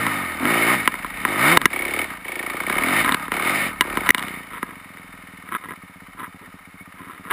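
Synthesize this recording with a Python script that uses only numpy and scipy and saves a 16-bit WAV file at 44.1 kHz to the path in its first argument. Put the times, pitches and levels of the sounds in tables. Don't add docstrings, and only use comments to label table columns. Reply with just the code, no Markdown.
import sys
import numpy as np
from scipy import signal
from scipy.fft import rfft, irfft, next_fast_len
from scipy.io import wavfile
from scipy.ndimage import uniform_filter1d, map_coordinates

SR = 44100
rng = np.random.default_rng(int(sys.argv[2]) if len(sys.argv) > 2 else 0)


def wav_out(sig):
    wavfile.write(sys.argv[1], SR, np.round(np.clip(np.atleast_2d(sig).T, -1, 1) * 32767).astype(np.int16))


def rack_gain(trim_db):
    fader = np.asarray(trim_db, float)
    return 10 ** (fader / 20)


N = 322812
T = np.arange(N) / SR

# (frequency [Hz], width [Hz], level [dB])
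CASE_LOW = [(1014, 69, 6), (1310, 139, 3), (1662, 35, 3.5)]
CASE_HIGH = [(1970, 200, 8)]
CASE_TOP = [(2865, 91, 7), (3765, 360, 8.5), (4540, 90, -28)]
# (frequency [Hz], width [Hz], level [dB])
CHEST_PLATE = [(240, 150, 0), (450, 300, -6)]


def firing():
    # (time [s], rate [firings/s])
    speed = [(-0.0, 58.2), (0.342, 38.86), (0.886, 30.27), (1.061, 25.82), (1.64, 36.19), (2.114, 26.03),
             (2.553, 28.75), (2.84, 38.3), (3.207, 34.89), (3.86, 35.51), (3.99, 38.06), (4.686, 22.59),
             (5.46, 19.42), (5.647, 17.06), (6.36, 14.85), (6.5, 15.72), (6.679, 14.63), (7.32, 16.32)]
    # (start [s], peak [s], end [s], extra rate [firings/s])
    revs = [
        (.386, .509, .65, 22.24),
        (.513, .735, .886, 34.49),
        (1.14, 1.286, 1.347, 16.11),
        (1.257, 1.545, 1.699, 55.19),
        (1.813, 2.001, 2.192, 10.55),
        (2.833, 3.0, 3.094, 21.49),
        (3.398, 3.562, 3.754, 18.04),
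    ]
    rate = curves(speed)[0]
    for start, peak, end, extra in revs:
        rate = rate + np.interp(T, [start, peak, end], [0, extra, 0])
    return rate


def cycles():
    return np.cumsum(firing()) / SR - .04


def pulls():
    # (open [s], shut [s], frame shake [dB], strap tension [dB], gas flow [dB])
    throttle = [(-.1, 0.189, 7, 2, 16.5), (0.21, 0.375, 5, 2, 15.5), (0.387, .43, 6, 5, 25),
                (0.432, 0.503, 8.5, 6.5, 29), (0.472, 0.737, 12, 0, 27.5), (0.774, 0.968, 7.5, -0.5, 10),
                (0.955, 1.22, 7, -2, 2.5), (1.245, 1.38, 7.5, 1, 24.5), (1.37, 1.519, 12.5, 3.5, 24),
                (1.584, 1.627, 2.5, 7, 22), (1.692, 1.87, 13.5, -9.5, 22.5), (1.85, 2.037, 12, -6.5, 23.5),
                (2.077, 2.12, 6.5, 1.5, 11), (2.239, 2.427, 12, -10, 19), (2.417, 2.629, 10.5, -0.5, 20.5),
                (2.656, 2.913, 13.5, 0, 24.5), (2.893, 3.014, 13.5, -3, 24), (3.037, 3.245, 10.5, 5, 17.5),
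                (3.302, 3.511, 17, 0, 27.5), (3.531, 3.604, 14.5, -7.5, 7), (3.59, 3.672, 13.5, -3.5, 3),
                (3.696, 3.716, -1.5, 6.5, 11), (3.826, 4.034, 6.5, 2, 22), (4.028, 4.222, 11, 4, 18),
                (4.238, 4.36, 5.5, -2, -13)]
    open_s, shut_s = 0.028, 0.068
    shapes = []
    for start, shut, *_ in throttle:
        full = start + open_s
        release = max(shut, full)
        shapes.append(np.interp(T, [start, full, release, release + shut_s], [0, 1, 1, 0]))
    shapes = np.array(shapes)
    shares = shapes / np.maximum(shapes.sum(axis=0), 1)
    return np.array(throttle)[:, 2:].T @ shares


def level(part):
    coast_db = dict(buzz=-41, low=-43, thump=-46, bark=-57.5, hum=-61, puff=-63)
    per_octave_db = dict(buzz=8.5, low=7, thump=13, bark=4.5, hum=20.5, puff=-4.5)
    return coast_db[part] + per_octave_db[part] * np.log2(firing() / 30)


def exhaust():
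    # (frequency [Hz], width [Hz], level [dB])
    silencer = [(205, 200, 0)]
    # (frequency [Hz], width [Hz], level [dB])
    gas_slug = [(95, 110, 0)]
    # (frequency [Hz], width [Hz], level [dB])
    silencer_boom = [(248, 65, 0)]
    # (frequency [Hz], level [dB])
    tail_pipe = [(100, -69.5), (240, -4), (345, 10.5), (440, 2.5), (550, 2), (800, -2.5), (1200, -13.5),
                 (3000, -47.5)]
    # (multiple of the turning rate, level [dB])
    crank = [(1, 4), (2, 3), (3, 0), (4, -1), (5, -4), (6, -7)]
    # (start [s], end [s], level [dB])
    booms = [
        (0.403, 0.496, -26),
        (2.798, 2.955, -31.5),
        (3.07, 3.153, -33),
    ]

    frame_db, strap_db, gas_db = pulls()
    missed_db = -10 * np.exp(-((T - 6.61) / .03) ** 2)
    thump_db = level("thump") + 1.037 * frame_db + .95 * strap_db - 0.32 * gas_db
    thump_db = np.clip(thump_db, -48, -32) + missed_db
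    bark_db = level("bark") + gas_db + missed_db
    hum_db = level("hum") + 0.062 * frame_db

    done = cycles()
    count = np.arange(1, int(done[-1]) + 1)
    luck = rng.standard_normal((len(count), 2))
    when = np.interp(count + .005 * luck[:, 0], done, T) - .0005
    uneven_db = np.clip(40 / np.interp(when, T, firing()), 1, 2.4)
    pulses = np.zeros(N)
    pulses[(when * SR).astype(int)] = rack_gain(uneven_db * luck[:, 1])

    echo_s, idle_rate = .011, 16
    def two_echoes(f):
        once = np.exp(-2j * np.pi * f * echo_s)
        return .6 * once + .3 * once ** 2
    pulses = pulses + filtered(pulses, two_echoes) * np.clip(idle_rate / firing(), 0, 1)
    gate = signal.lfilter([1], [1, -np.exp(-1 / (.008 * SR))], pulses)
    flow = unit(pulses) + .2 * unit(gate * rng.standard_normal(N))

    thump = rack_gain(thump_db) * steady(ringing(ringing(flow, silencer), silencer), 0.264)
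    bark = rack_gain(bark_db) * steady(coloured(flow, tail_pipe), 0.12)
    puff = rack_gain(level("puff") + missed_db) * steady(ringing(ringing(pulses, gas_slug), gas_slug), 0.24)
    snap = np.zeros(N)
    for start, end, db in booms:
        swell = np.sin(np.pi * np.clip((T - start) / (end - start), 0, 1)) ** .5
        snap += rack_gain(db) * swell * (T < end)
    boom = snap * steady(ringing(ringing(pulses, silencer_boom), silencer_boom), .1)
    hum = np.zeros(N)
    for multiple, db in crank:
        hum += np.sqrt(2) * rack_gain(db + wobble(7.7)) * np.sin(4 * np.pi * round(multiple) * done)
    return thump + bark + rack_gain(hum_db) * hum - puff + boom


def rattle():
    # (frequency [Hz], width [Hz], level [dB])
    buzz_low = [(670, 200, -11.5), (1025, 244, -4.5), (1255, 84, 4.5), (1587, 245, -5.5), (1880, 22, -1)]
    buzz_high = [(1823, 55.6, -2), (2191, 143, -1.5), (3043, 84, -14), (3622, 80, -14.5), (5136, 180, -27)]
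    # (frequency [Hz], width [Hz], level [dB])
    panel = [(2230, 41, 11), (1806, 270, -18.5), (2890, 72, -25)]
    # (frequency [Hz], level [dB])
    loose_parts = [(40, -29), (300, 2), (800, 2.5), (2200, 1.5), (3500, -6), (5900, -23.5)]

    frame_db, strap_db, gas_db = pulls()
    low_db = level("low") + frame_db + strap_db
    high_db = level("buzz") + frame_db
    gathered = .35 + .02 * gas_db - .025 * strap_db - .8 * np.log2(np.maximum(firing() / 32, 1))
    struck = np.clip(1.2 * (np.clip(gathered, 0, 1) - .45), 0, .7)
    gathered = np.clip(gathered, 0, 1)

    turns = 2 * (cycles() + .33)
    size = rack_gain(1.5 * rng.standard_normal(int(turns[-1]) + 2))[turns.astype(int)]
    size = size * np.where(turns % 2 > 1, np.clip(firing() / 58, .4, 1) ** 1.5, 1)
    age = turns % 1 / .17
    burst = steady(size * np.sqrt(age) * np.exp(-age), 0.196)
    shake = np.sqrt(gathered * burst ** 2 + 1 - gathered)

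    def drive():
        return shake * rack_gain(1.5 * wobble(170)) * rng.standard_normal(N)
    shared = drive()
    low = unit(ringing(shared + 1.22 * drive(), buzz_low))
    high = unit(ringing(shared + 1.42 * drive(), buzz_high))
    strikes = steady(ringing(size * np.diff(turns // 2, prepend=0), panel), 0.214)
    high = np.sqrt(1 - struck) * high + np.sqrt(struck) * strikes
    hiss = unit(coloured(0.15 * drive() + rng.standard_normal(N), loose_parts))
    return rack_gain(low_db) * low + rack_gain(high_db) * (high + rack_gain(-7) * hiss)


def knocks():
    # (time [s], peak [dB], upper modes [dB], top modes [dB])
    sharp = [(0.066, -12, 5, -12), (0.454, -10.5, 3.5, -16), (0.876, -1.5, 3.5, -14.5),
             (0.941, -17, 4, -30), (1.046, -12.5, -10, -22), (1.251, -7, 6, -38), (1.572, 9, 4, -6.5),
             (1.616, -8.5, 8, -6), (1.656, 3, 9, -5), (2.699, -9, 2, -15.5), (3.046, -11.5, 1, -9),
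             (3.078, -8.5, -4, -22), (3.092, -7.5, 1.5, -16), (3.122, -8, -8, -5.5), (3.145, -8.5, 5, -7.5),
             (3.809, -5, 10.5, 1), (3.82, -14, -3, -19), (4.069, -12.5, -2, -15), (4.091, -5.5, 11, -7),
             (4.105, -11, 23, 7.5), (4.147, 3, 9.5, -4), (4.181, -9.5, -3, -2), (4.194, -17, 7, -1),
             (4.226, -22, 10, -2), (4.283, -21.5, 5, -5.5), (6.196, -21.5, -16, -20), (7.311, -36, -5, 10)]
    # (time [s], peak [dB], upper modes [dB], top modes [dB])
    padded = [
        (2.253, -34, 12, -10),
        (3.281, -13, -1.5, -27),
        (3.319, -6.5, 4.5, -17),
        (3.972, -6.5, -0.5, -17.5),
        (4.629, -12, -1, -34),
        (4.972, -34, 6, -19),
    ]

    out, t = np.zeros(N + SR), np.arange(SR // 16) / SR
    tap = np.eye(1, N)[0]
    bodies = (CASE_LOW, CASE_HIGH, CASE_TOP, CHEST_PLATE)
    parts = np.array([ringing(tap, modes)[:len(t)] for modes in bodies])
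    blows = [(*row, -12, .0019) for row in sharp] + [(*row, -5, .0028) for row in padded]
    for s, db, high_db, top_db, thud_db, length in blows:
        thud_db = thud_db + 0.26 * max(high_db, 0)
        length = np.clip(length + .00002 * db, 3e-4, .01)
        contact = t < 2e-4
        crunch = np.exp(-t / length) * (.39 * rng.standard_normal((4, len(t))) + contact)
        crunch[-1] = (t > .002) & (t < .003)
        rings = signal.fftconvolve(crunch, parts, axes=1)[:, :len(t)]
        rings /= np.abs(rings).max(axis=1, keepdims=True)
        levels = rack_gain([db - 0.5, db + high_db - 1.5, db + top_db + 4.5, db + thud_db])
        out[round(s * SR):][:len(t)] += levels @ rings
    return filtered(out[:N], lambda hz: (1j * hz / (1j * hz + 110)) ** 2)


def case(low, high, thud):
    upper = ringing(high, CASE_HIGH) + rack_gain(-17.0) * ringing(high, CASE_TOP)
    return ringing(low, CASE_LOW) + upper + ringing(thud, CHEST_PLATE)


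def rubs():
    # (start [s], end [s], level [dB], rate [slips/s], thud [dB])
    drags = [(4.511, 4.588, -33, 190, -4), (4.655, 4.75, -42.5, 130, 3), (5.456, 5.52, -40.5, 67, -1),
             (5.516, 5.57, -24, 147, -5), (5.61, 5.667, -36.5, 92, -2), (5.673, 5.74, -35, 83, 1),
             (6.173, 6.277, -34.5, 146, -3.5), (6.408, 6.48, -46, 170, 4.5), (6.948, 7.2, -42, 125, -1),
             (7.238, 7.32, -37.5, 140, -2.5), (7.297, 7.327, -27, 250, -10)]
    force = np.zeros((3, N))
    for start, end, db, rate, thud_db in drags:
        luck = rng.random((60, 2))
        steps = 0.47 + 1.2 * luck[:, 0]
        when = start + (np.cumsum(steps) - steps[0]) / rate
        keep = when < min(end, T[-1])
        slips = np.zeros(N)
        slips[(when[keep] * SR).astype(int)] = rack_gain(10 * luck[keep, 1] - 5)
        slips += .0015 * ((T > start) & (T < end))
        slips *= .4 + .8 * np.sin(np.pi * np.clip((T - start) / (end - start), 0, 1))
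        force += rack_gain([[db], [db - 7.5], [db + thud_db]]) * slips
    scratch = signal.lfilter([1], [1, -np.exp(-1 / (0.0018 * SR))], force)
    cloth = uniform_filter1d(scratch * rng.standard_normal((3, N)), size=6)
    return rack_gain(19.5) * case(*cloth)


def squeak():
    # (time [s], frequency [Hz], level [dB])
    pivot = [
        (6.775, 2100, -40),
        (6.79, 2130, -49),
        (6.815, 2230, -35.5),
        (6.83, 2270, -45),
    ]
    hz, db = curves(pivot)
    on = (T > pivot[0][0]) & (T < pivot[-1][0])
    return on * rack_gain(db + 1.8 * wobble(150)) * np.sin(2 * np.pi * np.cumsum(hz) / SR)


def wind():
    # (time [s], peak [dB])
    gusts = [(0, -52), (.5, -48), (.74, -48), (1.16, -43), (1.45, -48), (1.67, -44), (2.15, -58),
             (2.8, -48), (3.1, -41), (3.33, -47), (3.81, -46), (3.99, -41), (4.52, -58), (5.14, -58),
             (5.4, -60), (6.08, -58), (6.48, -63), (6.75, -66)]
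    # (frequency [Hz], level [dB])
    colour = [(12, -34), (25, -14), (42, 39), (65, 4), (120, 17), (200, -24), (400, -55), (2000, -120)]
    rumble = coloured(rng.standard_normal(N), colour)
    fade, calm_db = 70, -70
    gust_db = np.max([db - fade * np.abs(T - s) for s, db in gusts], axis=0)
    return rack_gain(np.maximum(gust_db, calm_db) + 1.5 * wobble(12)) * steady(rumble, .3)


def air():
    # (frequency [Hz], level [dB])
    forest = [(40, -27), (110, -2), (300, -52), (2500, -15), (5900, -14)]
    return rack_gain(-60) * unit(coloured(rng.standard_normal(N), forest))


def unit(x):
    return x / np.sqrt(np.mean(x ** 2) + 1e-20)


def steady(x, span):
    return x / np.sqrt(np.abs(uniform_filter1d(x ** 2, int(span * SR))) + 1e-12)


def curves(rows):
    s, *cols = np.transpose(rows)
    return [np.interp(T, s, c) for c in cols]


def wobble(rate):
    return map_coordinates(rng.standard_normal(int(N * rate / SR) + 4), [T * rate])


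def filtered(x, response):
    m = next_fast_len(N + SR // 2)
    return irfft(rfft(x, m) * response(np.fft.rfftfreq(m, 1 / SR)), m)[..., :N]


def coloured(x, points):
    hz, db = np.transpose(points)
    def response(f):
        cep = irfft(np.log(rack_gain(np.interp(np.log(f + 1), np.log(hz), db))))
        half = len(cep) // 2
        cep[1:half] *= 2
        cep[half + 1:] = 0
        return np.interp(f, np.linspace(0, SR / 2, half + 1), np.exp(rfft(cep)))
    return filtered(x, response)


def ringing(x, modes):
    def response(f):
        total = 0
        for k, (centre, width, db) in enumerate(modes):
            damping = 1j * f * width
            total = total + (-1) ** k * rack_gain(db) * damping / (centre * centre - f * f + damping)
        return total
    return filtered(x, response)


def scene():
    return (exhaust() + rattle() + knocks() + rubs() + squeak() + wind() + air())[None]


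def top_cut(x):
    return signal.sosfilt(signal.butter(12, 15760, fs=SR, output="sos"), x)


def record(dry):
    # (time [s], drop [dB], recovery [s])
    ducks = [
        (0.88, 1.5, 0.032),
        (1.576, 21, 0.046),
        (1.664, 7.5, 0.024),
        (3.151, 8, 0.33),
        (3.817, -2, 0.017),
        (4.11, 31, 0.052),
    ]
    drop_db = sum(db * (T > s) * np.exp(-np.abs(T - s) / back) for s, db, back in ducks)
    x = dry * rack_gain(-uniform_filter1d(drop_db, 90))
    x = x / (1 + np.abs(x) ** 6) ** (1 / 6)
    x = x - uniform_filter1d(x - dry * rack_gain(-drop_db), 400)
    hold_hz, top_hz = 12000, 15350
    x = filtered(x, lambda hz: np.clip((hold_hz / 2 - hz) / 300, 0, 1))
    x = x * (1 + 2 * np.cos(2 * np.pi * hold_hz * T))
    x = filtered(x, lambda hz: np.sinc(hz / hold_hz) / np.sinc(hz / (4 * hold_hz)) * (hz < top_hz))
    return top_cut(x)


dry = scene()
out = record(dry)
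wav_out(out)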